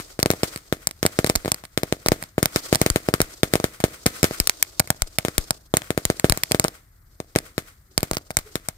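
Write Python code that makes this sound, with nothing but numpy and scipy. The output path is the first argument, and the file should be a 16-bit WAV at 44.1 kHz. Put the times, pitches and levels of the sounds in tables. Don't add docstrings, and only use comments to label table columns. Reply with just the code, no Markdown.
import sys
import numpy as np
from scipy import signal
from scipy.fft import rfft, irfft
from scipy.io import wavfile

SR = 44100
rng = np.random.default_rng(int(sys.argv[2]) if len(sys.argv) > 2 else 0)


def voltage_ratio(level):
    return 10 ** (np.asarray(level, float) / 20)


def to_wav(s):
    ch = np.atleast_2d(s).T
    pcm = np.round(np.clip(ch, -1, 1) * 32767)
    wavfile.write(sys.argv[1], SR, pcm.astype(np.int16))


N = 386757

# start_s, crack_db, thump_db, bounce_lag_ms, trailing_treble_db (levels before filtering)
BURSTS = [(0, -23.5, -18.5, 0.74, 3), (.1912, -15, -7.5, 0.46, 4.5), (0.2, -14.5, -32, 0.41, -11),
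          (0.2287, 3.5, -8, 0.19, -27), (.2593, -6, -2, .41, 4), (0.3034, -2.5, 0, .49, 5.5),
          (0.3134, -7.5, -21.5, 2.2, 4.5), (.3243, -21, -31, 1.3, -25), (.3359, -22, -14, .34, -18),
          (.433, -3.5, -2.5, 0.39, 13), (.5603, -14.5, -19.5, 0.66, -9), (0.5748, -20, -42, 0.73, -10),
          (0.7255, -8, -2.5, 0.5, 5.5), (.8714, 0.6, -17, 1.26, -8.5), (0.89, -26.5, -35, 0.17, -23),
          (.9107, -16.5, -35, 0.23, -29), (1.029, -5.5, -5, 0.51, 9), (1.0525, -13.5, -1, 0.4, -23),
          (1.057, -15, -39, 0.7, 2.5), (1.0635, 2.5, -11, 1.37, 1), (1.1891, -3.5, 1, 0.51, 7.5),
          (1.2446, -10.5, -2.5, 0.45, -6), (1.2638, -10.5, -23, 0.97, 0.2), (1.272, -12, -18, .18, -6),
          (1.2935, -14, -31, 1.3, -9.5), (1.2984, -2, -2.5, .36, 6.5), (1.354, -2.5, -12, 1.28, 2.5),
          (1.3583, 1.5, -19, .16, -29), (1.4479, -20, -14.5, .4, -12), (1.458, -14, -9, 0.45, -1),
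          (1.4793, -15, -10, 0.25, 4.5), (1.5182, 2, -10.5, 1.17, -22), (1.5441, -11.5, -28.5, 0.21, -26),
          (1.6383, -29, -24, 1.14, -7.5), (1.652, -23.5, -41, 3.4, -28.5), (1.7757, -3, -4.5, 0.5, 6),
          (1.8332, -7.5, -6, 0.41, -2.5), (1.9248, -8, -2.5, 0.45, 2.5), (2.0612, -7, -6.5, 0.19, 1.5),
          (2.0849, 4.5, -9.5, .19, -5.5), (2.1188, -5, 2, 0.42, 10), (2.2255, -15.5, -22, 1.17, -26),
          (2.238, -20.5, -28.5, 1.2, -23), (2.3808, -15, -1.5, 0.41, 6), (2.4287, 1, -2.5, .59, 10),
          (2.457, 2.3, -9.5, 1.3, -10.5), (2.5603, 0, -2.5, .54, 13.5), (2.7273, -4, 2.5, 0.44, 15),
          (2.7481, -1.5, -19, 0.17, -27), (2.756, 0, -10, 1.16, -24.5), (2.8152, 3.5, -1.2, 0.33, 10.5),
          (2.8627, -2, -2, 0.45, 11), (2.9012, 1, -12.5, 0.63, -4.5), (2.9597, -4.5, -0.9, 0.47, 9.5),
          (3.087, -10.5, -1.5, 0.41, 1.5), (3.139, -0.5, -0.5, 0.67, 9.5), (3.2036, -5, -0.8, .48, 6),
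          (3.216, 3, -17, 1.35, 4.5), (3.4325, 2, 1.5, 0.51, 10.5), (3.537, 1, -0.5, .51, 9),
          (3.555, -3, -2.5, 0.36, 8), (3.6002, -15.5, -11.5, 0.29, -4), (3.6419, -4.5, -1.5, 0.48, 9),
          (3.8026, -14, -17.5, 1.26, 3.5), (3.8397, -1.5, 3.5, .45, 12), (4.0596, -9.5, -7, 0.39, 14.5),
          (4.0635, 4.5, -0.5, 0.52, 11), (4.23, 5.5, -1.5, 0.54, 12.5), (4.2423, 1, 0, 0.52, 16.5),
          (4.31, -23.5, -12, 0.44, -23), (4.4007, 3, -14.5, .42, 5), (4.4725, 5, -28.5, 1.6, -20.5),
          (4.4956, 4.5, -31.5, 0.32, -2), (4.6264, 7.5, -27, 1.22, -3.5), (4.7961, 3.5, -37.5, .19, -21.5),
          (4.7998, 3, -4.5, 1.28, -9), (4.8742, -21, -32, 1.9, -7.5), (4.9033, 3.5, -4.5, 1.24, 0.5),
          (5.0201, 2, -15.5, 1.33, -6), (5.1855, .6, -8.5, 1.39, 3), (5.2497, -9.5, -6.5, .34, 6.5),
          (5.2834, -11, -9.5, 0.57, -3), (5.3805, 2, -7.5, 0.61, 3), (5.5072, 1.5, -10.5, 1.25, -27),
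          (5.7393, -10.5, -1, 0.3, 8), (5.7695, 5.5, -12, 0.3, 6), (5.819, -20.5, -23.5, 1.2, -21.5),
          (5.905, -7, -4.5, 0.48, 2.5), (5.9765, -9.5, -3, 0.46, 3.5), (6.0524, 3.5, -15, .29, 1),
          (6.1008, -7.5, -1, 0.46, 6), (6.197, -6.5, -24, 1.13, -23.5), (6.2437, -5, 5.5, 0.46, 12),
          (6.297, 3.5, -9.5, 0.75, 5.5), (6.3221, 3, -6.5, 1.26, -12), (6.3743, -10, -19.5, .16, -2),
          (6.435, 1.5, -21, 1.17, -27), (6.512, -15, -8, 0.4, -7), (6.5187, 3, -12, 1.22, -1.5),
          (6.5464, -7.5, -2, 0.47, 6.5), (6.597, 5.5, -7, 0.15, -7), (6.642, -5, -10.5, 1.3, -11),
          (6.6483, -14, -5.5, 0.11, 6), (6.682, -10, -24, .2, -25), (7.202, -20.5, -14, 0.36, -9),
          (7.3527, -18.5, -20, .98, -26), (7.36, -1, 1, 0.46, 8), (7.3867, -7, -22, 1.13, -21),
          (7.58, -10.5, -6.5, 0.53, 6), (7.978, 4, -10, 0.21, 1.5), (8.0057, -20.5, -36, 1.2, -13),
          (8.0303, -4.5, -8, 0.35, 4.5), (8.1122, -5.5, -9.5, 0.17, -22), (8.1332, -12.5, -21, .17, -20),
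          (8.149, -30, -32, 1.6, -25), (8.1693, -8.5, -14.5, 0.18, -26), (8.3056, -18.5, -15, 1.34, -16),
          (8.3692, 3, -11, 1.34, 3), (8.3884, -12.5, -25, 0.26, -4), (8.5555, -7.5, -9, .57, 3),
          (8.6863, -5.5, -16, 1.33, -4)]
ALOFT_DB = 3


def butter(x, hz, kind, order=2):
    return signal.sosfilt(signal.butter(order, hz, kind, fs=SR, output="sos"), x)


def peaking(x, peaks):
    for hz, width_hz, gain_db in peaks:
        w, g = 2 * np.pi * hz / SR, voltage_ratio(gain_db / 2)
        q = np.sin(w) * width_hz / hz / 2
        middle = -2 * np.cos(w)
        x = signal.lfilter([1 + q * g, middle, 1 - q * g], [1 + q / g, middle, 1 - q / g], x)
    return x


def coloured(spectrum, alike_hz):
    hz = np.fft.rfftfreq(N, 1 / SR) + 1
    point_hz, point_db = np.transpose(spectrum)
    gain = voltage_ratio(np.interp(np.log(hz), np.log(point_hz), point_db))
    alike = 1 / (1 + (hz / alike_hz) ** 2)
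    mid, side = rfft(rng.standard_normal((2, N)))
    stereo = np.sqrt(1 + alike) * mid + np.sqrt(1 - alike) * side * [[1], [-1]]
    noise = irfft(gain * stereo, N)
    return noise / noise.std()


def add(out, piece, s):
    i = max(round(s * SR), 0)
    out[..., i:i + piece.shape[-1]] += piece[..., :N - i]


def blast(t, length_s, suction=2.018):
    t = np.maximum(t, 0) / length_s
    return (t > 0) * (1 - t) * np.exp(-(t / suction) ** 2)


def thumps(bounce=0.56, soft_hz=1200, cut_hz=50):
    # centre_hz, width_hz, gain_db
    lawn = [(113.3, 200, 0.5), (227, 170, -3)]
    grass_ms, air_ms = 0.72, 0.98
    out, t = np.zeros(N), np.arange(1, 700) / SR
    for s, crack_db, thump_db, lag_ms, _ in BURSTS:
        length_s = (air_ms if crack_db - thump_db > ALOFT_DB else grass_ms) / 1000
        pulse = blast(t, length_s) + bounce * blast(t - lag_ms / 1000, length_s)
        add(out, voltage_ratio(thump_db) * pulse, s)
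    softened = butter(peaking(out, lawn), soft_hz, "low")
    return butter(softened, cut_hz, "high")


def shock_front(crack_db, splinter_db=-5.5, splinter_ms=0.93, shock_ms=0.04, steepen=0.15, spread_db=3.5):
    # delay_ms, left_share, right_share
    case_bounces = [(0.202, -0.069, 1), (0.453, 0.47, -0.17), (0.619, -0.92, 0.42), (0.951, 0.66, -0.014)]
    t = np.arange(1, 300) / SR
    grit = rng.standard_normal((3, len(t)))
    grit = np.diff(0.8 * grit[0] + 0.6 * grit[1:], prepend=0)
    shock_s = shock_ms / 1000 * voltage_ratio(-steepen * crack_db)
    front = blast(t, shock_s) + voltage_ratio(splinter_db) * grit * np.exp(-t * 1000 / splinter_ms)
    for late_ms, *share in case_bounces:
        late_ms = late_ms + rng.standard_normal() / 50
        front += np.outer(share, blast(t - late_ms / 1000, shock_s))
    return front * voltage_ratio(spread_db * rng.standard_normal() * np.array([[0.5], [-0.5]]))


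def cracks(bounce_db=-11.0):
    # centre_hz, width_hz, gain_db
    in_grass = [
        [(930, 260, -0.5), (3270, 1170, 9), (5400, 410, -1.5), (7800, 1000, -2), (13500, 3000, -6.5)],
        [(1110, 900, -7), (2900, 2100, -4.5), (5400, 1500, 2.5), (8600, 1500, -4), (13500, 3000, -4)],
    ]
    in_air = [
        [(950, 400, -0.5), (2150, 2800, -7.5), (5400, 900, 3.5), (9460, 1500, 1.5), (15000, 2800, 1.5)],
        [(1400, 500, 2.5), (2200, 1400, 6), (4200, 1200, 2), (8800, 1200, 3.5), (15200, 2500, -3.5)],
    ]
    near = np.zeros((2, 2, N))
    for s, crack_db, thump_db, lag_ms, _ in BURSTS:
        aloft = int(crack_db - thump_db > ALOFT_DB)
        front = shock_front(crack_db)
        add(near[aloft], voltage_ratio(crack_db) * front, s)
        add(near[aloft], voltage_ratio(crack_db + bounce_db) * front, s + lag_ms / 1000)
    shaded = np.zeros((2, N))
    for stereo, shading in zip(near, (in_grass, in_air)):
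        shaded += np.array([peaking(x, peaks) for x, peaks in zip(stereo, shading)])
    return butter(butter(shaded, 610, "high"), 13000, "low")


def yard_clicks():
    clicks = np.zeros(N)
    for s, _, _, _, treble_db in BURSTS:
        add(clicks, voltage_ratio(np.array([treble_db])), s)
    return butter(clicks, 490, "high")


def rushes(snaps_per_s=3000, size_db=6.0):
    # start_s, length_ms, level_db (of the smallest snaps, before filtering)
    tears = [(1.265, 15, -28), (1.294, 5.6, -26), (1.449, 8, -38), (2.061, 12, -29.5), (8.134, 21, -31),
             (8.171, 14, -31.5), (8.306, 9, -30), (8.389, 7.4, -34)]
    level = np.zeros(N)
    for s, length_ms, level_db in tears:
        add(level, np.full(round(length_ms * SR / 1000), voltage_ratio(level_db)), s)
    chance, size, sign = rng.random(N), rng.exponential(1, N), rng.choice([-1, 1], N)
    snaps = (chance < snaps_per_s / SR) * sign * voltage_ratio(size_db * np.minimum(size, 3))
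    return butter(level * snaps + 1e-18, 1200, "high")


def swells(t_ms, rows):
    total = 0
    for peak_ms, peak_db, rise, fall in rows:
        loss_db = np.maximum(rise * (peak_ms - t_ms), fall * (t_ms - peak_ms))
        total = total + voltage_ratio(peak_db - loss_db)
    return total


def yard(thump, crack, click, alike=1.0, first_echo_ms=2.78):
    # peak_ms, peak_db, rise_db_per_ms, fall_db_per_ms
    bass_echoes = [(9, -42.5, -2.5, -0.44), (98, -65, 0, 0.2)]
    crack_scatter = [(2.8, -39.5, 9, 4.5), (15, -70, 3, 0.19)]
    trailing_treble = [(7.3, -38.5, 0.87, 1.93), (22.1, -50.5, 0.27, 0.47), (104.6, -53, .3, 0.27),
                       (200, -77.5, 0.15, .06)]
    # delay_ms, thump_db, dulled_crack_db, click_db
    hard_walls = [(4.774, -38.5, -37, -22), (12.63, -21.5, -40, -46), (22.5, -27, -29, -33),
                  (42.7, -29, -33.5, -33)]
    t_ms = np.arange(round(0.4 * SR)) * 1000 / SR
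    noise = rng.standard_normal((4, 2, len(t_ms))) * (t_ms > first_echo_ms)
    noise[0] = alike * noise[3, 0] + (1 - alike) * noise[0]
    noise[1:3] *= rng.exponential(1, len(t_ms)) / np.sqrt(2)
    bass = noise[0] * swells(t_ms, bass_echoes)
    scatter = noise[1] * swells(t_ms, crack_scatter)
    treble = noise[2] * swells(t_ms, trailing_treble)
    walls = np.zeros((1, len(t_ms)))
    for wall_ms, *back_db in hard_walls:
        for response, db in zip((bass, walls, treble), back_db):
            response[:, round(wall_ms * SR / 1000)] += voltage_ratio(db)
    dull_crack = butter(crack, 3000, "low")
    soft_click = butter(click, 16000, "low", order=1)
    echoes = signal.fftconvolve(thump[None], bass, axes=1)
    echoes += signal.fftconvolve(crack, scatter, axes=1)
    echoes += signal.fftconvolve(dull_crack, walls, axes=1)
    echoes += signal.fftconvolve(soft_click[None], treble, axes=1)
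    return echoes[:, :N]


def flame(flicker_db=4.5, flicker_hz=25, sputter_db=1.5, sputter_hz=400):
    # time_s, level_db (before flicker and sputter)
    jet_level = [(0, -47), (.24, -63.5), (.45, -44), (.88, -68), (1.2, -44.5), (1.45, -52), (1.65, -69.5),
                 (1.9, -52), (2.4, -63.5), (2.58, -39.5), (3.0, -51.5), (3.9, -60.5), (4.3, -41),
                 (4.85, -56.5), (5.45, -49.5), (5.75, -69.5), (6.1, -51), (6.65, -54), (6.78, -77),
                 (7.5, -62.5), (7.75, -72), (8.38, -58.5), (8.77, -66)]
    # pitch_hz, density_db (per Hz)
    hiss_colour = [(180, -36), (300, 10.5), (1190, -10), (2140, -19.5), (2520, -10), (4910, 1),
                   (16000, -10.5)]
    s, level_db = np.transpose(jet_level)
    level_db = np.interp(np.arange(N) / SR, s, level_db)
    for depth_db, rate_hz in (flicker_db, flicker_hz), (sputter_db, sputter_hz):
        wobble = butter(rng.standard_normal(N), rate_hz, "low")
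        level_db = level_db + depth_db * wobble / wobble.std()
    return voltage_ratio(level_db) * coloured(hiss_colour, alike_hz=503)


def hoots():
    # time_s, pitch_hz, level_db (before flutter)
    glide = [(7.861, 401, -93.5), (7.9, 380, -65), (7.96, 370, -64), (7.99, 367, -93), (8.43, 320, -94),
             (8.461, 427, -44), (8.49, 434, -50), (8.529, 388, -58), (8.56, 380, -90)]
    s, pitch_hz, level_db = np.transpose(glide)
    t, flutter = np.arange(N) / SR, butter(rng.standard_normal(N), 50, "low")
    hoarse = 1 + 0.5 * flutter / flutter.std()
    phase = 2 * np.pi * np.cumsum(np.interp(t, s, pitch_hz)) / SR
    return hoarse * voltage_ratio(np.interp(t, s, level_db)) * np.sin(phase)


def night(level_db=-54):
    # pitch_hz, density_db (per Hz)
    night_colour = [(18, -41.5), (30, 9), (98, 3), (473, -27.5), (2010, -29), (2830, -44), (4650, -43.5),
                    (14400, -22.5), (16000, -33.5)]
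    return voltage_ratio(level_db) * coloured(night_colour, alike_hz=600)


def scene():
    thump, click = thumps(), yard_clicks()
    crack = cracks() + rushes()
    return thump + crack + yard(thump, crack, click) + flame() + hoots() + night()


def swings(soft_hz=80, settle_hz=20):
    # crack_s, left_db, right_db (before filtering, scaled by the softening)
    pushes = [(1.359, -32, -18.5), (2.083, -17, -28), (2.905, -14, -20), (3.219, -24, -26),
              (4.401, -15.5, -22), (5.019, -13.5, -18.5), (5.38, -13, -21), (6.054, -23.5, -27),
              (6.3, -12.5, -22), (7.979, -32, -22), (8.111, -23, -26), (8.373, -26, -25)]
    out = np.full((2, N), 1e-18)
    for s, *level_db in pushes:
        add(out, voltage_ratio(np.array(level_db))[:, None] * SR / (2 * soft_hz), s + 0.0019)
    return butter(butter(out, soft_hz, "low"), settle_hz, "high", order=3)


def roll_off(x):
    return signal.sosfilt(signal.butter(12, 16660, fs=SR, output="sos"), x)


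def record(dry, right_lag_ms=0.2, right_db=-1.5, bass_cut_hz=14, top_hz=16500):
    # centre_hz, width_hz, gain_db
    left_port = [(781, 940, -6.5), (1270, 1296, 15.5), (5000, 300, 1.5), (5330, 440, -4.5),
                 (9116, 2400, 26), (9340, 1120, -34.5), (12200, 2800, 3)]
    right_port = [(681, 320, 7.5), (1482, 900, 1.5), (2186, 1580, 14), (2610, 1140, -9.5),
                  (5270, 4500, 2.5), (5940, 180, -5.5), (8600, 3600, 6), (10640, 1630, -25.5)]
    late = voltage_ratio(right_db) * np.roll(dry[1], round(right_lag_ms * SR / 1000))
    ports = np.array([peaking(dry[0], left_port), peaking(late, right_port)])
    moved = butter(ports, bass_cut_hz, "high") + swings()
    overloaded = np.clip(moved, -1.2, 1.2)
    top_cut = signal.cheby2(10, 50, top_hz, fs=SR, output="sos")
    mix = np.clip(signal.sosfilt(top_cut, overloaded), -1, 1)
    return roll_off(mix)


dry = scene()
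out = record(dry)
to_wav(out)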